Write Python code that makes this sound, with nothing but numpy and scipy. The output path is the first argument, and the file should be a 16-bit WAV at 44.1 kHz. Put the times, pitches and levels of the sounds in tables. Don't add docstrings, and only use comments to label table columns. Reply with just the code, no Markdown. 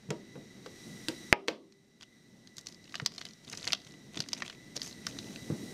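import sys
import numpy as np
from scipy import signal
from scipy.fft import rfft, irfft
from scipy.io import wavfile
from scipy.ndimage import uniform_filter1d

SR = 44100
rng = np.random.default_rng(int(sys.argv[2]) if len(sys.argv) > 2 else 0)


def log_audio(samples):
    frames = np.atleast_2d(samples).T
    limited = np.clip(frames, -1, 1)
    pcm = np.round(limited * 32767).astype(np.int16)
    wavfile.write(sys.argv[1], SR, pcm)


N = 252693
TIME = np.arange(N) / SR


def undb(db):
    return 10 ** (np.asarray(db) / 20)


def unit(x):
    return x / np.sqrt(np.mean(x ** 2))


def add(track, s, sound):
    start = int(s * SR)
    track[start:start + len(sound)] += sound[:N - start]


def colour(x, points):
    hz, db = np.transpose(points)
    bins = np.fft.rfftfreq(len(x), 1 / SR)
    gain_db = np.interp(np.log(bins + 1), np.log(hz), db)
    return irfft(rfft(x) * undb(gain_db), len(x))


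def band(x, hz, width):
    return signal.lfilter(*signal.iirpeak(min(hz, SR / 2 - 1), hz / width, fs=SR), x)


def wander(rate):
    hold = int(SR / rate)
    steps = np.repeat(rng.standard_normal(N // hold + 1), hold)
    return unit(uniform_filter1d(uniform_filter1d(steps, hold), hold)[:N])


def fade(t60, size):
    return np.exp(-np.log(1000) * TIME[:size] / t60)


def ring(modes, size):
    return sum(undb(db) * np.sin(2 * np.pi * hz * TIME[:size]) * fade(t60, size) for hz, db, t60 in modes)


def crackle(spectrum, t60, grit_db, rise_s=0.00021, size=4096):
    slips = rng.standard_normal(size) * undb(grit_db * rng.standard_normal(size))
    onset = 1 - np.exp(-(TIME[:size] / rise_s) ** 2)
    burst = colour(slips, spectrum) * fade(t60, size) * onset
    return burst * np.sqrt(SR / 200 / np.sum(burst ** 2))


# (frequency [Hz], relative level [dB])
JET_SPECTRUM = [(200, 9), (600, -4), (1300, 2), (3000, 2.5), (4800, 4.5), (6300, 5.5), (7600, 0),
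                (11000, -6), (15500, -15.5)]
# (frequency [Hz], bandwidth [Hz], lift [dB])
TUBE_RESONANCES = [(1987, 42, 19), (3900, 120, 12), (5700, 180, 7), (8500, 240, 7.5), (10150, 300, 3),
                   (11750, 300, 5), (14300, 400, 6)]
def jet_hiss(waver_db=1.5):
    jet = colour(rng.standard_normal(N), JET_SPECTRUM)
    whistle = sum((undb(db) - 1) * band(jet, hz, width) for hz, width, db in TUBE_RESONANCES)
    return unit(jet + whistle * undb(waver_db * wander(9)))


# (frequency [Hz], relative level [dB])
FLAME_SPECTRUM = [(20, -56), (60, -20), (125, -4), (220, -0.6), (330, -6), (480, -14), (800, -22.5),
                  (2000, -48)]
# (time [s], treble gain past the arm [dB], flame gain [dB])
BURNER_COURSE = [(0, -15, -6.5), (.62, -10, -3.5), (.85, -1, -1.2), (1.3, -1, 1), (1.851, -7.5, -1),
                 (2.8, -7.5, 1), (3.35, -9, -3.5), (4.6, -9, -.5), (5.0, -3.5, 1), (5.3, 0, 5.5),
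                 (5.73, 3, 6)]
def burner(hiss_db=-52.5, roar_db=-51.5, flutter_db=1.6):
    times, *columns = np.transpose(BURNER_COURSE)
    shade_db, flame_db = (np.interp(TIME, times, column) for column in columns)
    hiss = arm_shadow(jet_hiss(), shade_db)
    roar = unit(colour(rng.standard_normal(N), FLAME_SPECTRUM))
    return hiss * undb(hiss_db) + roar * undb(roar_db + flame_db + flutter_db * wander(20))


def arm_shadow(x, db, low_share=0.47, middle_share=.7):
    low = colour(x, [(2200, 0), (3500, -10), (7000, -40)])
    top = colour(x, [(3500, -40), (7000, -8), (9000, 0)])
    middle = x - low - top
    return low * undb(low_share * db) + middle * undb(middle_share * db) + top * undb(db)


# (frequency [Hz], relative level [dB])
CLATTER_SPECTRUM = [(60, -30), (150, 2), (300, 6.5), (520, -3), (820, -11.5), (1200, -9), (2500, -26),
                    (8000, -62)]
def thump(hz, clatter_db, cycles=5, clatter_t60=0.11):
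    clatter = crackle(CLATTER_SPECTRUM, clatter_t60, grit_db=1.0)
    return ring([(hz, 0, cycles / hz)], size=4096) + undb(clatter_db) * clatter


# (time [s], level [dB], pitch [Hz])
SOFT_BUMPS = [(.088, -32.5, 141), (.377, -36, 220), (3.021, -24.5, 129), (4.169, -28, 253),
              (4.193, -28, 144.8), (4.7662, -33.5, 550), (5.501, -19, 260), (5.5189, -22.5, 138)]
# (time [s], thump level [dB], thump pitch [Hz], click level [dB], click centre [Hz])
HARD_KNOCKS = [(0.1045, -20.5, 396, -34.5, 3600), (0.3554, -35.5, 220, -54.5, 1460),
               (0.6614, -36.5, 500, -44, 2830), (1.0844, -24.5, 300, -28, 4480),
               (1.477, -27.5, 400, -29, 4200), (1.4828, -6.5, 490, -6.5, 2756)]
def knocks(rattle_db=-12, lowest_hz=105):
    out = np.zeros(N)
    for s, db, hz in SOFT_BUMPS:
        add(out, s, undb(db) * thump(hz, clatter_db=-19))
    for s, db, hz, click_db, click_hz in HARD_KNOCKS:
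        add(out, s, undb(db) * thump(hz, clatter_db=-9))
        spectrum = [(click_hz / 10, -3), (click_hz, 0), (click_hz * 2, -8), (click_hz * 4, -32)]
        add(out, s, undb(click_db) * crackle(spectrum, t60=0.017, grit_db=5.0))
        add(out, s, undb(click_db + rattle_db) * crackle(spectrum, t60=0.19, grit_db=1.5))
    return signal.sosfilt(signal.butter(4, lowest_hz, "high", fs=SR, output="sos"), out)


# (frequency [Hz], relative level [dB], t60 [s])
BENCH_MODES = [(242, -14, .2), (393, -9.5, 1.25), (525, 2.5, 0.17), (780, -11, 0.24), (840, 11, 0.13),
               (948, 9, 0.15), (1235, 1, .18), (2400, -11, .15)]
def bench(blows):
    return signal.fftconvolve(blows, ring(BENCH_MODES, size=SR))[:N]


# (octave centre [Hz], relative level [dB], t60 [s])
ROOM_BANDS = [(138, -15, 0.17), (265, -4, 0.66), (490, -1.5, 0.31), (890, -13.5, 0.39), (1976, -15.5, 0.18),
              (4000, -15.5, .28), (8250, -34.5, .2)]
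def room(x, near_t60=0.032, near_db=3, gap_s=0.0023):
    response = np.zeros(SR)
    for hz, db, t60 in ROOM_BANDS:
        octave = [(hz / 2, -30), (hz / np.sqrt(2), 0), (hz * np.sqrt(2), 0), (hz * 2, -30), (hz * 10, -70)]
        noise = colour(rng.standard_normal(SR), octave)
        band_share = np.sqrt(2) * hz / SR
        for decay, level_db in ((t60, db), (near_t60, db + near_db)):
            tail = noise * fade(decay, size=SR)
            response += undb(level_db) * tail * np.sqrt(band_share / np.sum(tail ** 2))
    delayed = np.r_[np.zeros(int(gap_s * SR)), response]
    return signal.fftconvolve(x, delayed)[:N]


# (frequency [Hz], level before softening [dB], t60 [s])
SNAP_MODES = [(2210, 19, 0.0033), (850, 0, 0.0032), (422, -8, .014), (4800, 0.5, 0.0029)]
def snap(at_s=1.3275, contact_hz=5500):
    out = np.zeros(N)
    add(out, at_s, -ring(SNAP_MODES, size=2048))
    return signal.lfilter(*signal.butter(2, contact_hz, fs=SR), out)


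def tick(hz, neutral_hz=2710, ring_db=5, ring_q=5.4):
    octaves = np.log2(hz / neutral_hz)
    body_db = -10 * octaves
    edge_db = -23 + 9 * octaves
    spectrum = [(150, body_db - 18), (600, body_db - 8), (1200, body_db), (2200, body_db),
                (4300, 0), (6200, -3), (8500, edge_db), (15000, edge_db - 14)]
    burst = crackle(spectrum, t60=0.013, grit_db=4)
    return np.std(burst) * unit(burst + undb(ring_db) * band(burst, hz, hz / ring_q))


# (time [s], level [dB], ring frequency [Hz])
SHARP_TICKS = [(1.723, -44, 4520), (2.0226, -38.5, 4030), (2.473, -42.5, 4200), (2.5822, -33, 6000),
               (2.6691, -31, 6000), (2.9429, -31.5, 1160), (2.954, -28.5, 3530), (2.9985, -29.5, 1190),
               (3.0608, -17.5, 5030), (3.1807, -33.5, 4200), (3.214, -35, 3070), (3.2526, -35.5, 4340),
               (3.531, -37, 2350), (3.537, -40.5, 1200), (3.5734, -36.5, 5900), (3.6525, -39, 5900),
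               (3.6756, -25, 3970), (3.722, -26, 5050), (3.7315, -18.5, 3220), (4.1739, -34, 3326),
               (4.2037, -26, 4630), (4.287, -39, 6300), (4.3315, -25.5, 5170), (4.4216, -29, 1900),
               (4.4787, -40.5, 3200), (4.4984, -39.5, 3000), (4.7661, -32.5, 5600), (4.8173, -31.5, 4530),
               (5.0668, -30.5, 5160), (5.069, -34.5, 1245), (5.1876, -35.5, 4100), (5.36, -41.5, 2600)]
def ticks(settle_s=.02, settle_db=-16.0, slips=2):
    out = np.zeros(N)
    for s, db, hz in SHARP_TICKS:
        add(out, s, undb(db) * tick(hz))
        for lateness in rng.random(slips):
            gain = undb(db + settle_db) * (1 - lateness / 2)
            add(out, s + settle_s * lateness, gain * tick(hz))
    return out


# (frequency [Hz], relative level [dB])
CATCH_SPECTRUM = [(200, 1.5), (700, 1.5), (1500, 1), (3000, 3.5), (4600, -2), (6300, 5), (8000, -2.5),
                  (12000, -14), (15500, -54)]
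SWISH_SPECTRUM = [(800, -21), (3000, -22), (4600, 9), (6400, 11.5), (8000, -7), (11000, -5), (14000, -11),
                  (15500, -19)]
# (centre time [s], duration [s], catching level [dB], swish level [dB], crease ring [Hz])
SLEEVE_STROKES = [(2.024, .04, -47, -63, 3360), (2.585, 0.041, -47.5, -54, 5700),
                  (2.696, .08, -49, -57.5, 5660), (2.961, 0.2, -54, -61.5, 3430),
                  (3.219, .18, -51.5, -67, 3600), (3.538, .14, -48, -64, 5400),
                  (3.677, .09, -43.5, -59, 2720), (3.849, .16, -59, -71, 3970),
                  (4.185, .09, -50, -70, 3600), (4.4, 0.23, -53, -68, 2900),
                  (4.765, 0.021, -45.5, -51, 5000), (4.861, 0.11, -50.5, -48, 5143),
                  (5.081, 0.048, -53.5, -54, 3000), (5.25, .35, -62.5, -60, 2600)]
def sleeve(catch_db=6, catch_rate=260, fibre_db=5, threads_db=-2, rumble_db=-5, rumble_hz=150):
    catching, sliding = np.zeros(N), np.zeros(N)
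    for s, length, rough_db, swish_db, _ in SLEEVE_STROKES:
        speed = np.exp(-(2 * (TIME - s) / length) ** 2)
        catching += undb(rough_db) * speed
        sliding += undb(swish_db) * speed
    fibres = rng.standard_normal(N) * undb(fibre_db * rng.standard_normal(N))
    grip = undb(catch_db * np.minimum(wander(catch_rate), 2))
    catches = undb(threads_db) * unit(colour(fibres, CATCH_SPECTRUM) * grip)
    low_noise = band(rng.standard_normal(N), rumble_hz, rumble_hz)
    rumble = undb(rumble_db) * unit(band(low_noise, rumble_hz, rumble_hz))
    swish = unit(colour(rng.standard_normal(N), SWISH_SPECTRUM))
    return catching * (catches + rumble) + sliding * swish


def creases(per_s=62, lift_db=8, scatter_db=3, scatter_octaves=0.59, reach=1.3):
    out = np.zeros(N)
    for s, length, rough_db, _, hz in SLEEVE_STROKES:
        count = int(np.ceil(per_s * length))
        for k, (place, strength, stiffness) in enumerate(rng.uniform(-1, 1, (count, 3))):
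            offset = reach * ((k + .5 + place / 2) / count - .5)
            gain = undb(rough_db + lift_db + scatter_db * strength) * np.exp(-2 * offset ** 2)
            add(out, s + offset * length, gain * tick(hz * 2 ** (scatter_octaves * stiffness)))
    return out


def scene(knock_bench_db=-58, snap_bench_db=-52, knock_room_db=-1, snap_room_db=-3, cloth_room_db=-5):
    blows, crack, gas = knocks(), snap(), burner()
    ringing = bench(undb(knock_bench_db) * blows + undb(snap_bench_db) * crack)
    echo = undb(knock_room_db) * room(blows) + undb(snap_room_db) * room(crack)
    handling = sleeve() + ticks() + creases()
    echo += undb(cloth_room_db) * room(handling)
    return (gas + blows + crack + ringing + handling + echo)[None]


def record(dry, threshold_db=-18, release_s=1.204, attack_s=0.00053, ceiling=.95, top_hz=15400):
    power = signal.lfilter(np.ones(220) / 220, 1, dry[0] ** 2)
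    over_db = np.maximum(10 * np.log10(power + 1e-12) - threshold_db, 0)
    recovery = np.exp(-TIME / release_s)
    cut_db = np.maximum.accumulate(over_db / recovery) * recovery
    lag = np.exp(-1 / (attack_s * SR))
    ducked = dry * undb(-signal.lfilter([1 - lag], [1, -lag], cut_db))
    rounded = ducked / np.sqrt(1 + (ducked / ceiling) ** 2)
    return signal.sosfilt(signal.ellip(8, .2, 70, top_hz, fs=SR, output="sos"), rounded)


dry = scene()
out = record(dry)
log_audio(out)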